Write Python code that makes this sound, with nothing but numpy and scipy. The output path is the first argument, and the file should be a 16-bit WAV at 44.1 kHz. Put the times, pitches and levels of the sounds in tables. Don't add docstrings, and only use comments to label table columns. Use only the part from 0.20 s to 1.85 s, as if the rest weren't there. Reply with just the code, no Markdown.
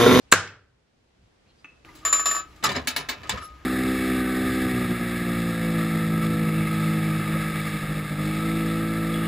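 import sys
import numpy as np
from scipy import signal
from scipy.fft import rfft, irfft, next_fast_len
from scipy.io import wavfile
from scipy.ndimage import map_coordinates

SR = 44100
rng = np.random.default_rng(int(sys.argv[2]) if len(sys.argv) > 2 else 0)


def bounce(signal):
    frames = np.transpose(np.atleast_2d(signal))
    limited = np.clip(frames, -1, 1)
    pcm = np.round(limited * 32767).astype(np.int16)
    wavfile.write(sys.argv[1], SR, pcm)


def amplitude_ratio(level_db):
    exponent = np.asarray(level_db, float) / 20
    return 10 ** exponent


N = 72765
BLOW_S = .1243


def unit(x):
    return x / np.sqrt(np.mean(x ** 2) + 1e-20)


def along(points, hz):
    f, v = np.transpose(points)
    return np.interp(np.log(hz + 1), np.log(f + 1), v)


def filtered(x, response):
    m = next_fast_len(N + SR // 2)
    spectrum = rfft(x, m) * response(np.fft.rfftfreq(m, 1 / SR))
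    return irfft(spectrum, m)[..., :N]


def placed(start_s, x):
    return np.pad(x, (round(start_s * SR), N))[:N]


def band(f, hz, width):
    return 1j * f * width / (hz * hz - f * f + 1j * f * width)


def ring(modes, rise_s):
    longest_s = max(t60 for *_, t60 in modes)
    t = np.arange(int(longest_s * SR)) / SR
    total = sum(amplitude_ratio(db - 60 * t / t60) * np.sin(2 * np.pi * hz * t) for hz, db, t60 in modes)
    return total * (1 - np.exp(-t / rise_s))


def crack(db, t60):
    t = np.arange(2048) / SR
    return amplitude_ratio(db - 60 * t / t60) * rng.standard_normal(2048)


def ports(x):
    lead_s = .000038
    side = np.array([[-1], [1]])
    return filtered(x, lambda hz: np.exp(1j * np.pi * hz * lead_s * side))


def floor():
    # f/Hz, level/dB per Hz
    hiss_tone = [(100, -11.5), (200, 1.5), (450, 1.5), (900, -5.5), (2400, -9), (5000, -14), (9000, -23.5),
                 (12500, -35.5)]
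    rumble_tone = [(25, -15), (40, -9), (60, 1.5), (85, -5), (120, -5), (170, -8.5), (300, -19),
                   (600, -34.5)]
    hiss_db, rumble_db = -62, -63.5
    swell = map_coordinates(rng.standard_normal(30), [np.arange(N) * 12 / SR])
    hiss = filtered(rng.standard_normal((2, N)), lambda hz: amplitude_ratio(along(hiss_tone, hz)) * (hz < 13500))
    rumble = filtered(rng.standard_normal(N), lambda hz: amplitude_ratio(along(rumble_tone, hz)) * (hz < 900))
    return amplitude_ratio(hiss_db) * unit(hiss) + amplitude_ratio(rumble_db) * unit(rumble) * amplitude_ratio(3.4 * swell)


def rubbing():
    # start t/s, length t/s, level/dB, centre f/Hz, width f/Hz
    rubs = [
        (0, .06, -72, 4500, 1800),
        (.07, .03, -71, 2700, 400),
        (1.0, .11, -73, 3400, 2500),
        (1.25, .05, -71, 2500, 400),
        (1.28, .05, -69, 3100, 350),
        (1.28, .045, -71, 4200, 200),
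        (1.34, .1, -71, 4000, 2500),
        (1.385, .035, -66, 4800, 40),
        (1.3, .03, -68, 300, 60),
    ]
    out = np.zeros(N)
    f = np.fft.rfftfreq(8192, 1 / SR)
    for start_s, length_s, db, hz, width in rubs:
        grain_level = amplitude_ratio(2.5 * rng.standard_normal(128).repeat(64))
        grains = rng.standard_normal(8192) * grain_level
        tone = unit(irfft(rfft(grains) * band(f, hz, width)))
        progress = np.clip(np.arange(len(tone)) / SR / length_s, 0, 1)
        stroke = np.sqrt(np.abs(np.sin(np.pi * progress)))
        out += placed(start_s, amplitude_ratio(db) * tone * stroke)
    return ports(out)


def smear():
    # f/Hz, width f/Hz, level/dB
    colours = [(7400, 900, 0.5), (3980, 440, -6.5), (2230, 1700, -9), (11000, 2500, -21)]
    level_db, t60, length_s = -9.5, .028, 0.01
    before = BLOW_S - np.arange(N) / SR
    colour = lambda f: sum(amplitude_ratio(db) * band(f, hz, width) for hz, width, db in colours)
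    noise = unit(filtered(rng.standard_normal(N), colour))
    swell = amplitude_ratio(level_db - 60 * np.abs(before) / t60) * (before > 0)
    fade_in = np.clip((length_s - before) / .003, 0, 1)
    return ports(noise * swell * fade_in)


def blow():
    # f/Hz, level/dB, t60/s
    steel = [(7093, 6, 0.0078), (7680, 3.5, 0.0075), (6560, 5.5, .005), (3970, 4, .006), (4253, -2, .006),
             (5770, -3, 0.0032), (10400, -2.5, .006), (11280, -2.5, 0.0082), (12700, -4, .004)]
    body = [(1602, 10.5, .012), (1210, 3.5, 0.021), (1404, 4, .02), (2226, -0.5, 0.012), (2750, 2.5, 0.011),
            (447, 1, 0.01), (290, -6.5, 0.0047), (664, -4, 0.017), (800, -7, .012)]
    body_lag_s, body_rise_s = .0011, 0.00047
    steel_sound = placed(BLOW_S, ring(steel, .00005)) + placed(BLOW_S, crack(1, .005))
    return steel_sound + placed(BLOW_S + body_lag_s, ring(body, body_rise_s))


def slap_back(hit):
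    # delay t/s, level/dB, left over right level/dB
    slaps = [
        (.0038, -9, 2),
        (.0052, -11.5, -2.5),
        (.0120, -8, -2),
        (0.0148, -17.5, 1.5),
        (0.0199, -13.5, -0.5),
        (0.031, -22.5, 1),
    ]
    dull_hz = 3000

    def response(hz):
        total = 0
        for delay_s, db, pan_db in slaps:
            gain = amplitude_ratio(db + np.array([[pan_db], [-pan_db]]) / 2)
            total = total + gain * np.exp(-2j * np.pi * hz * delay_s)
        return total / (1 + 1j * hz / dull_hz)

    return filtered(hit, response)


def table():
    # f/Hz, level/dB, t60/s
    boom_modes = [(98, -17, 0.57), (166, -24, .4)]
    hum_modes = [(126, -37.5, .9)]
    beat_s = .115
    boom = ring(boom_modes, 0.025)
    boom = boom * np.sin(np.pi * np.arange(len(boom)) / SR / beat_s)
    return placed(BLOW_S, boom) + placed(BLOW_S, ring(hum_modes, .1))


def room(x):
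    # f/Hz, t60/s
    decay = [(100, 0.92), (250, 0.49), (700, .4), (1450, 0.42), (2500, .37), (4500, .36), (7500, .28),
             (11000, 0.18), (13500, .07)]
    # f/Hz, share
    alike = [(100, 1), (600, .94), (1400, 0.99), (3000, 0.38), (6800, -0.41), (14000, 0.37)]
    gap_s, rise_s = .008, 0.0039
    hz, t, z = signal.stft(rng.standard_normal((2, SR)), SR, nperseg=256)
    turn = np.arccos(np.clip(along(alike, hz), -1, 1))[:, None] / 2
    fading = z * amplitude_ratio(-60 * t / along(decay, hz)[:, None])
    mid, side = signal.istft(fading * [np.cos(turn), np.sin(turn)], SR, nperseg=256)[1]
    rise = 1 - np.exp(-np.arange(len(mid)) / SR / rise_s)
    tail = np.array([mid + side, mid - side]) * rise
    late = np.pad(x, (round(gap_s * SR), 0))[None]
    return signal.fftconvolve(late, tail / np.linalg.norm(tail[0]), axes=1)[:, :N]


def blow_in_room():
    # f/Hz, level/dB
    power_tone = [(60, -15.5), (280, -18), (420, -10), (1000, -11.5), (1540, -0.5), (2100, -10),
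                  (5000, -17), (7200, -13), (9500, -22.5), (12500, -27.5)]
    spread = filtered(placed(BLOW_S, [1.]), lambda hz: amplitude_ratio(30.5 + along(power_tone, hz)))
    return room(spread)


def chips():
    # t/s, level/dB, f/Hz, t60/s
    landings = [
        (.178, -29, 5280, .13),
        (.185, -35, 5330, .12),
        (.2755, -26, 3200, .01),
        (.2765, -25, 2200, .014),
        (.2762, -29, 5600, .007),
        (.276, -29, 4300, .007),
        (.276, -38, 12000, .008),
        (.288, -32, 2600, .04),
        (.2885, -36, 5000, .01),
    ]
    return sum(placed(s, ring([(hz, db, t60)], 0.00033)) for s, db, hz, t60 in landings)


def taps():
    # t/s, level/dB
    touches = [
        (1.4451, -38),
        (1.4554, -43.5),
        (1.6487, -43),
    ]
    # f/Hz, level/dB, t60/s
    mould = [(2582.6, -3.5, .24), (2602, -7, 0.11), (2667, -10, .15), (1412, -3.5, .025),
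             (1244.6, -2, 0.021), (1794, -10.5, 0.1), (2106, -4, 0.024), (2360, 7, 0.01),
             (6322, -18, 0.041), (303, -6, 0.033), (917, -9.5, 0.022), (3193, -18, 0.015)]
    out = np.zeros(N)
    for s, db in touches:
        out += amplitude_ratio(db) * (placed(s, ring(mould, 0.00042)) + placed(s, crack(-13, 0.0066)))
    return out


def scene():
    low_cut_hz, small_room_db = 79, -11
    hit = blow()
    small = chips() + taps()
    contacts = ports(hit) + slap_back(hit) + blow_in_room() + table()
    contacts = contacts + ports(small) + amplitude_ratio(small_room_db) * room(small)
    contacts = filtered(contacts, lambda hz: (1j * hz / (low_cut_hz + 1j * hz)) ** 2)
    return contacts + smear() + rubbing() + floor()


def roll_off(x):
    return signal.sosfilt(signal.butter(12, 15480, fs=SR, output="sos"), x)


def record(dry):
    duck_db, duck_s, hold_s, recover_s = -7.5, 0.024, 0.53, 0.85
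    clip_top, clip_hard, out_cut_hz = 1, 6, 29
    t = np.arange(N) / SR - BLOW_S
    duck = np.clip(t / duck_s, 0, 1) * np.clip(1 - (t - hold_s) / recover_s, 0, 1)
    x = dry * amplitude_ratio(duck_db * duck)
    clipped = x / (1 + np.abs(x / clip_top) ** clip_hard) ** (1 / clip_hard)
    cut = clipped - x
    offset = filtered(cut, lambda hz: 1 / (1 + (hz / out_cut_hz) ** 2))
    return roll_off(x + cut - offset)


dry = scene()
out = record(dry)
bounce(out)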